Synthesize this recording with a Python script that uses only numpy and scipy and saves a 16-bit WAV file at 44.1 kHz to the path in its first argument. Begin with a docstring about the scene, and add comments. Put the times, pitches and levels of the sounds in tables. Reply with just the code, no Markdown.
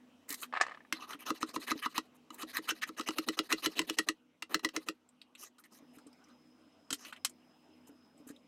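"""First comes the low drone of a workshop machine; a thin whine joins it later. A steel band with a loose
swivel slides over wood and ticks, and a tool is put down and rocks on the bench. Then a spokeshave
(a small two-handled blade) is pushed in quick strokes along a wooden stock held in a vise. Each cut
tears fibres and ends in a knock against a shoulder, a step in the wood; the stock bends and hums after
every knock. Near the end come more slides, steel ticks and soft thumps of the stock."""
import sys
import numpy as np
from scipy import signal
from scipy.io import wavfile
from scipy.ndimage import uniform_filter1d

SR = 44100
rng = np.random.default_rng(int(sys.argv[2]) if len(sys.argv) > 2 else 0)


def transcribe(signal):
    """Save signal, clipped to [-1, 1], as a 16-bit WAV file at the path in sys.argv[1]."""
    frames = np.atleast_2d(signal).T
    limited = np.clip(frames, -1, 1)
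    pcm = np.round(limited * 32767).astype(np.int16)
    wavfile.write(sys.argv[1], SR, pcm)


N = 373527
T = np.arange(N) / SR

# the drone steps down and up again: t/s, gain of hum and low air noise/dB, gain of higher air noise/dB
DRONE_STEPS = [(0, -1.5, 3.5), (2.9, -1, 3), (3.0, -5, -3), (5.701, -7.5, -2.5), (5.723, 0, 4),
               (6.4, -1.5, 3), (8.47, -0.5, 2)]
# steady pitches of the motor: f/Hz, base level/dB
MOTOR_TONES = [(91.5, -86), (156.1, -83), (220.7, -83.5), (247.6, -68), (279.9, -82), (312.2, -76.5),
               (479.1, -83), (656.8, -89.5)]
# tone colour of the air noise: f/Hz, relative level per hertz/dB
AIR_SHAPE = [(18, -60), (30, -30), (118, -28), (252, -1.5), (404, -15.5), (512, -12), (760, -21),
             (866, -19), (1430, -24.5), (1810, -30), (2900, -26), (4420, -37.5), (5170, -24), (5740, -37),
             (16000, -48)]
# band, blade and hands sliding on wood: t/s, length/s, level/dB, bite f/Hz, relative hiss level/dB
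# (the "bite" is the pitch that a scrape sings around)
SLIDES = [(0.281, 0.081, -50.5, 1930, 3.5), (0.349, 0.12, -64.5, 3970, 9.5), (0.415, 0.045, -54, 1204, -3),
          (0.932, 0.061, -55.5, 3750, -12), (0.98, 0.089, -53.5, 1105, -10.5),
          (1.067, 0.097, -51, 1217, -10), (1.187, 0.059, -57, 2850, -2), (2.142, 0.031, -74.5, 1010, 8),
          (2.314, 0.07, -64.5, 912, -4), (5.372, .12, -58.5, 6140, 1.5), (5.581, 0.04, -74, 1320, 6),
          (5.645, 0.027, -68, 1930, -2), (5.705, 0.096, -69, 5460, 4.5), (5.93, 0.05, -72.5, 2200, 8.5),
          (6.272, 0.07, -71, 1380, -19), (6.967, .125, -62, 6200, -6), (7.04, .08, -58.5, 2970, -6),
          (7.13, 0.063, -67, 2290, -23), (7.868, .035, -72, 896, 8), (8.165, 0.073, -86, 895, 7),
          (8.266, 0.057, -66.5, 1510, 7)]
# band and swivel ticking: t/s, peak level/dB, centre f/Hz
STEEL_TICKS = [(0.2911, -30, 12400), (0.304, -29.5, 7450), (0.3257, -27.5, 10200), (0.342, -30.5, 6650),
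               (0.4301, -31, 1760), (0.4417, -41, 1310), (1.109, -37, 1350), (1.132, -33.5, 1890),
               (1.79, -38.5, 3100), (2.343, -39, 10600), (5.089, -53, 8100), (5.215, -41.5, 3130),
               (5.351, -43.5, 2835), (5.583, -52, 1410), (5.6383, -51, 2040), (5.9837, -48.5, 1410),
               (6.0671, -52, 8600), (6.071, -56, 1240), (6.128, -53, 5360), (6.2397, -55, 5800),
               (6.2855, -60, 1330), (6.9044, -24, 2980), (6.9275, -21, 3120), (6.942, -32, 5800),
               (7.049, -36.5, 2300), (7.125, -33.5, 1500), (7.1294, -42, 2900), (7.1628, -42.5, 2400),
               (7.2476, -19, 3130), (7.2953, -45, 8060), (8.1777, -57, 8170), (8.29, -51.5, 1430),
               (8.362, -50.5, 3700)]
# soft low thumps of the stock: t/s, peak level/dB
STOCK_THUMPS = [(0.304, -43), (1.148, -45.5), (1.49, -47.5), (1.589, -43.5), (1.756, -38), (5.824, -52),
                (5.972, -51.5), (6.064, -47), (6.911, -42), (6.926, -37.5), (7.893, -49), (7.921, -53),
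                (8.201, -50), (8.267, -48), (8.302, -41.5)]
# taps of the rocking tool: t/s, peak level/dB
ROCKING_TAPS = [(0.526, -33), (0.537, -23.5), (0.551, -27), (0.563, -26), (0.571, -21.5), (0.6, -27),
                (0.606, -26.5), (0.611, -13), (0.635, -26.5), (0.65, -36), (0.665, -31), (0.682, -35),
                (0.694, -36.5), (0.711, -37), (0.718, -37), (0.739, -48), (0.746, -41), (0.773, -44),
                (0.805, -47.5), (0.849, -47.5)]
EDGE_TAPS = (7, 10, 12, 14, 16)  # rows that land on a steel edge
# spokeshave strokes: knock t/s, crack level/dB, wood tone level/dB, bend level/dB,
# cut length/s, cut level/dB, bite f/Hz, level of the drag back/dB
SHAVE_STROKES = [(1.3035, -26.5, -21.5, -29.5, 0.051, -40.5, 1254, -58),
                 (1.4281, -26, -20.5, -32, 0.027, -49, 2000, -55),
                 (1.561, -29.5, -25.5, -32.5, 0.029, -48, 5650, -52.5),
                 (1.7146, -23.5, -20, -31, .05, -38.5, 1833, -57.5),
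                 (1.8591, -29, -23.5, -45, 0.043, -38.5, 1783, -63.5),
                 (1.9789, -19.5, -22, -36, 0.038, -42.5, 2590, -76),
                 (2.43, -34.5, -33.5, -38, 0.053, -46.5, 1284, -56),
                 (2.584, -37, -34, -37, 0.056, -39, 1823, -58),
                 (2.7122, -30.5, -42, -37, 0.04, -34, 1392, -61),
                 (2.84, -51, -62, -65, 0.0271, -35.5, 1867, -82),
                 (2.8903, -39, -37.5, -40, 0.025, -51.5, 1257, -75),
                 (2.995, -26.5, -28.5, -34.5, 0.031, -45.5, 1780, -62.5),
                 (3.0862, -24, -26, -30.5, .028, -42, 2270, -58),
                 (3.1837, -18, -49, -28.5, 0.031, -51.5, 2660, -57.5),
                 (3.286, -17.5, -43.5, -28, 0.024, -52, 3860, -55),
                 (3.3896, -16.5, -38, -28.5, 0.022, -47, 1270, -61),
                 (3.5252, -17, -35.5, -27.5, 0.036, -37, 1897, -53.5),
                 (3.6593, -16, -40.5, -27, 0.04, -39, 2490, -57),
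                 (3.7913, -15.5, -32, -27, 0.039, -42, 2780, -64.5),
                 (3.897, -19, -48.5, -31, 0.031, -49, 3840, -57),
                 (3.986, -15.5, -36.5, -30, 0.019, -51.5, 1920, -64.5),
                 (4.0868, -15.5, -50.5, -29, .025, -55, 1350, -86.5),
                 (4.5437, -14.5, -38.5, -29, 0.052, -50, 1320, -77),
                 (4.6469, -18, -26, -28.5, 0.019, -51.5, 1326, -74),
                 (4.7634, -22.5, -42, -30, 0.031, -52.5, 1055, -65.5),
                 (4.8858, -22.5, -62, -33.5, 0.026, -55.5, 1234, -88)]
# the tool lands or rebounds without cutting: t/s, crack level/dB, wood tone level/dB, bend level/dB
TOOL_LANDINGS = [(0.9244, -19, -29, -39), (2.304, -40.5, -39, -48.5), (3.0092, -30, -50, -44),
                 (3.1058, -34.5, -40, -50), (3.8155, -34, -40.5, -40), (4.4228, -25.5, -48, -51.5),
                 (4.593, -38, -54.5, -57), (4.6882, -35, -55, -64)]
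# modes (natural tones) of the stock, steel band and bench:
# f/Hz, relative level/dB, ring time/s before ring() caps and scales it
STOCK_MODES = [(1310, -20, 0.16), (1336, 0, 0.056), (1984, -5, 0.097), (2600, -10.5, 0.02),
               (2867, -2, 0.057), (3200, -4.5, 0.025), (4000, -5.5, 0.042), (4290, -16.5, 0.044),
               (4300, -12, 0.024), (6485, -22, 0.014), (6500, -12.5, 0.015), (8400, -13.5, 0.023),
               (8100, -2.5, 0.022), (11010, 9.5, 0.014)]
STEEL_MODES = [(1433, -8, 0.055), (3220, -11, 0.092), (3840, -8.5, 0.032), (4420, -5.5, 0.032),
               (4860, -10.5, 0.027), (6860, -36.5, 0.016), (7670, -10.5, 0.019), (8150, -8, 0.075),
               (7770, -19.5, 0.022), (8840, -28, 0.0153), (12100, -0.5, 0.012), (13230, -28.5, 0.11)]
BENCH_MODES = [(1035, -2.5, 0.0026), (1220, -0.5, 0.17), (1770, -2, 0.13), (2520, -14.5, 0.15),
               (3480, -12.5, 0.087), (4810, -26, 0.026), (5170, -9, 0.083), (7500, -42, 0.12),
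               (7246, -24, 0.0087)]


def undb(db):
    """Turns decibels into a gain."""
    return 10 ** (np.asarray(db) / 20)


def unit(x):
    """Scales x to an average (rms) level of 1."""
    return x / np.sqrt(np.mean(x ** 2))


def band(x, lo_hz, hi_hz):
    """Keeps the part of x between two frequencies."""
    edges_hz = [lo_hz, min(hi_hz, .45 * SR)]
    return signal.sosfilt(signal.butter(3, edges_hz, "bandpass", fs=SR, output="sos"), x)


def fade(t, t60):
    """Dies away by 60 dB in t60 seconds."""
    return np.exp(-np.log(1000) * t / t60)


def burst(size, t60):
    """Dying noise, size samples long."""
    return rng.standard_normal(size) * fade(T[:size], t60)


def walk(rate):
    """Glides to a new random value rate times a second."""
    step = int(SR / rate)
    held = np.repeat(rng.standard_normal(N // step + 1), step)
    return unit(uniform_filter1d(held, step)[:N])


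def add(out, s, x, db):
    """Mixes x in at time s with its peak at db."""
    i = int(s * SR)
    out[i:i + len(x)] += (undb(db) * x / np.abs(x).max())[:N - i]


def patchy(x, edges_hz, depth_db, rate):
    """Neighbouring bands of x, each swelling and sinking on its own."""
    bands = zip(edges_hz, edges_hz[1:])
    return unit(sum(band(x, lo, hi) * undb(depth_db * walk(rate)) for lo, hi in bands))


def ring(x, modes, scatter_db, ring_scale):
    """x sets an object's modes ringing, a little differently every time."""
    out = 0
    for hz, db, t60 in modes:
        detune, louder = rng.standard_normal(2)
        decay = np.log(1000) / (ring_scale * min(t60, .08) * SR)
        pole = np.exp(2j * np.pi * hz * (1 + .022 * detune) / SR - decay)
        out = out + undb(db + scatter_db * louder) * signal.lfilter([1], [1, -pole], x).imag
    return out


def blow(modes, chatter_s, wash_gain, wash_s, ring_scale):
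    """A contact chatters and rings the modes; countless weak modes blur into a wash of noise."""
    t = T[:5000]
    contact = rng.standard_normal(len(t)) ** 3 * fade(t, chatter_s)
    tone = ring(contact, modes, 1.6, ring_scale)
    wash = burst(len(t), wash_s) * np.minimum(1, t / .0015)
    snap = contact * fade(t, .01)  # the first touch
    return sum(gain * x / np.abs(x).max() for gain, x in [(1, tone), (wash_gain, wash), (.65, snap)])


def drone():
    """A motor hums over wavering air noise; a thin whine joins later."""
    times, *gains_db = np.transpose(DRONE_STEPS)
    low_gain, high_gain = (undb(np.interp(T, times, db)) for db in gains_db)
    hum = air = 0
    for hz, db in MOTOR_TONES:
        tone = np.sqrt(2) * np.sin(2 * np.pi * (hz * T + rng.random()))
        hum = hum + undb(db + 3.5 * walk(16)) * tone
    shape_hz, shape_db = np.transpose(AIR_SHAPE)
    for hz in 35 * 2 ** np.arange(0, 9, 1 / 3):  # three bands to the octave
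        db = np.interp(np.log(hz), np.log(shape_hz), shape_db) + 10 * np.log10(hz)
        noise = unit(band(rng.standard_normal(N), hz / 2 ** (1 / 6), hz * 2 ** (1 / 6)))
        waver_db = (3.1 if hz < 3000 else 1.5) * walk(24)
        air = air + undb(db + waver_db) * noise * (low_gain if hz < 600 else high_gain)
    whine = unit(band(rng.standard_normal(N), 5037, 5183)) * undb(-80 + 1.8 * walk(25))
    return low_gain * hum + undb(-68) * unit(air) + whine * (T > 5.712)


def passes():
    """Lists every slide, cut and drag back for rubbing(); crest is how far along it is loudest."""
    slide_crest, cut_crest, drag_crest = .47, .85, .62
    slide_bite_db, slide_shake_db, overrun_s = 2, -9.5, .0031
    drag_hz, drag_bite_db, drag_hiss_db = 4220, -1.5, -3.5
    for s, length, db, hz, hiss_db in SLIDES:
        yield s, length, slide_crest, db, hz, slide_bite_db, hiss_db, slide_shake_db
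    knock_times = np.array(SHAVE_STROKES)[:, 0]
    gaps = np.minimum(np.diff(knock_times, append=np.inf), .14)
    for (s, _, _, bend_db, length, cut_db, hz, drag_db), gap in zip(SHAVE_STROKES, gaps):
        # deeper cuts sing more and hiss less
        bite_db = -4 + .24 * (cut_db + 47.5)
        hiss_db = -5 - .32 * (cut_db + 46.5)
        shake_db = bend_db - 20.5 - cut_db
        # the cut runs a little past the knock, then the tool is dragged lightly back
        yield s - length, length + overrun_s, cut_crest, cut_db, hz, bite_db, hiss_db, shake_db
        yield (s + .23 * gap, .48 * gap, drag_crest, drag_db,
               drag_hz, drag_bite_db, drag_hiss_db, slide_shake_db)


def rubbing():
    """Fibres tear in dense uneven ticks; each pass sings around its own bite and shakes the stock."""
    snags_db = 2.44 * rng.exponential(size=N // 30 + 1).repeat(30)[:N]
    tear = rng.standard_normal(N) * undb(snags_db + 2 * walk(150))
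    rough = unit(tear) + unit(ring(tear, STOCK_MODES, scatter_db=1.5, ring_scale=.15))
    scrape = patchy(rough, [1050, 1560, 2490, 3280, 4900, 6440], depth_db=4, rate=70)
    hiss = patchy(tear, [6100, 9000, 13400, 14400], depth_db=3.5, rate=37)
    shake = unit(band(tear, 240, 400)) + .82 * unit(band(tear, 400, 810))
    wander = 2 ** (.08 * walk(45))  # the pitch wanders as the shaving thickens and thins
    grain = tear + 1j * rng.permutation(tear)
    out = np.zeros(N)
    for s, length, crest, db, bite_hz, bite_db, hiss_db, shake_db in passes():
        start, size = int(s * SR), int(length * SR)
        part = slice(start, start + size)
        progress = np.arange(size) / size
        swell = np.sin(np.pi / 2 * np.interp(progress, [0, crest, 1], [0, 1, 0]))
        pitch_hz = bite_hz * wander[part] * 2 ** (.3 * (progress - .5))  # climbs 0.3 octave
        # smoothed noise, shifted up to that pitch, makes the bite
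        pole = np.exp(-2 * np.pi * .15 * bite_hz / SR)
        smooth = signal.lfilter([1], np.poly([pole, pole]), grain[part])
        bite = unit((smooth * np.exp(2j * np.pi * np.cumsum(pitch_hz) / SR)).real)
        sound = unit(scrape[part]) + undb(bite_db) * bite
        sound += undb(hiss_db) * hiss[part] + undb(shake_db) * shake[part]
        out[part] += undb(db) * swell * sound
    return out


def ticks():
    """The band and swivel hit steel or wood; each tick favours its own range of pitch."""
    out = np.zeros(N)
    for s, db, hz in STEEL_TICKS:
        octaves = np.clip(1.29 + .1 * (db + 40.5), .2, 5)  # harder ticks are broader
        spread = 2 ** (octaves / 2)
        ring_s = .049 * (hz / 3000) ** -.3  # high ticks die sooner
        hit = blow(STEEL_MODES, .27 * ring_s, wash_gain=1.12, wash_s=ring_s, ring_scale=8 * ring_s)
        low_hz = min(max(hz / spread, 970), .876 * hz)  # small steel parts carry no bass
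        add(out, s, band(hit, low_hz, hz * spread) + .17 * band(hit, 1106, 10840), db)
    return out


def bend(hz, rise_s):
    """The clamped stock swings at a low pitch, with a weaker second tone above it."""
    t = T[:8000]
    swing = np.sin(2 * np.pi * hz * t) + .34 * np.sin(2 * np.pi * 425.7 * t) * fade(t, .54)
    build_up = 1 - np.exp(-(t / rise_s) ** 2)
    return swing * build_up * fade(t, .083)


def thumps():
    """The stock gives soft low thumps as it is handled or the tool drags back."""
    out = np.zeros(N)
    for s, db in STOCK_THUMPS:
        add(out, s, bend(hz=288.3, rise_s=.001), db)
    return out


def rocking():
    """A tool rocks on the bench with dull taps; harder taps and those on a steel edge are brighter."""
    out = np.zeros(N)
    t = T[:3000]
    steel_ring = np.sin(2 * np.pi * 4400 * t) * fade(t, .064)  # a thin part of the tool rings on
    for row, (s, db) in enumerate(ROCKING_TAPS):
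        hit = blow(BENCH_MODES, chatter_s=.0061, wash_gain=1.8, wash_s=.051, ring_scale=.19)
        treble_db = db + (-19 if row in EDGE_TAPS else -32.5) + .45 * (db + 29.5)
        add(out, s, band(hit, 520, 2500), db)
        add(out, s, band(hit, 4200, 7740), treble_db)
        add(out, s, steel_ring, min(treble_db - 7.5, -45))
    return out


def knocks():
    """The spokeshave strikes the stock: a crack and a woody tone, then the hum of the bending wood."""
    out = np.zeros(N)
    for s, crack_db, wood_db, bend_db, *_ in SHAVE_STROKES + TOOL_LANDINGS:
        hit = blow(STOCK_MODES, chatter_s=.031, wash_gain=.94, wash_s=.017, ring_scale=.29)
        treble_db = -31.5 + 1.15 * (crack_db + 19)
        add(out, s, band(hit, 944, 1400), wood_db)
        add(out, s, band(hit, 1090, 6400), crack_db)
        add(out, s, band(hit, 6300, 23000), treble_db)
        # steel meets the wood with one sharp edge
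        add(out, s + .0015, band(burst(400, t60=.0036), 1100, 7000), crack_db - 3.5)
        # the stock swings up and down, and sideways at a lower pitch
        add(out, s + .0015, bend(hz=317.3, rise_s=.0077), bend_db)
        add(out, s, bend(hz=254, rise_s=.0024), wood_db - 14)
        # the vise and bench take the shock as a rough low thud
        thud = burst(5000, t60=.092)
        add(out, s + .0033, band(thud, 350, 570), bend_db - 11)
        add(out, s, band(thud, 170, 290), bend_db - 16.5)
        add(out, s, band(thud, 20, 120), bend_db - 34)
    return out


def room_echo(x, t60):
    """The bench and nearby walls throw back a brief echo, mostly above the bass."""
    tail = burst(int(t60 * SR), t60)
    tail /= np.sqrt(np.sum(tail ** 2))
    return band(signal.fftconvolve(x, tail)[:N], 1200, 10000)


def scene():
    """The drone, the work at the bench and its echo, the same in both channels."""
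    work = rubbing() + ticks() + thumps() + rocking() + knocks()
    heard = drone() + work + undb(-9) * room_echo(work, t60=.076)
    return np.array([heard, heard])


def record(dry):
    """Cuts off the treble above 16100 Hz."""
    return signal.sosfilt(signal.ellip(10, .2, 80, 16100, fs=SR, output="sos"), dry)


dry = scene()
out = record(dry)
transcribe(out)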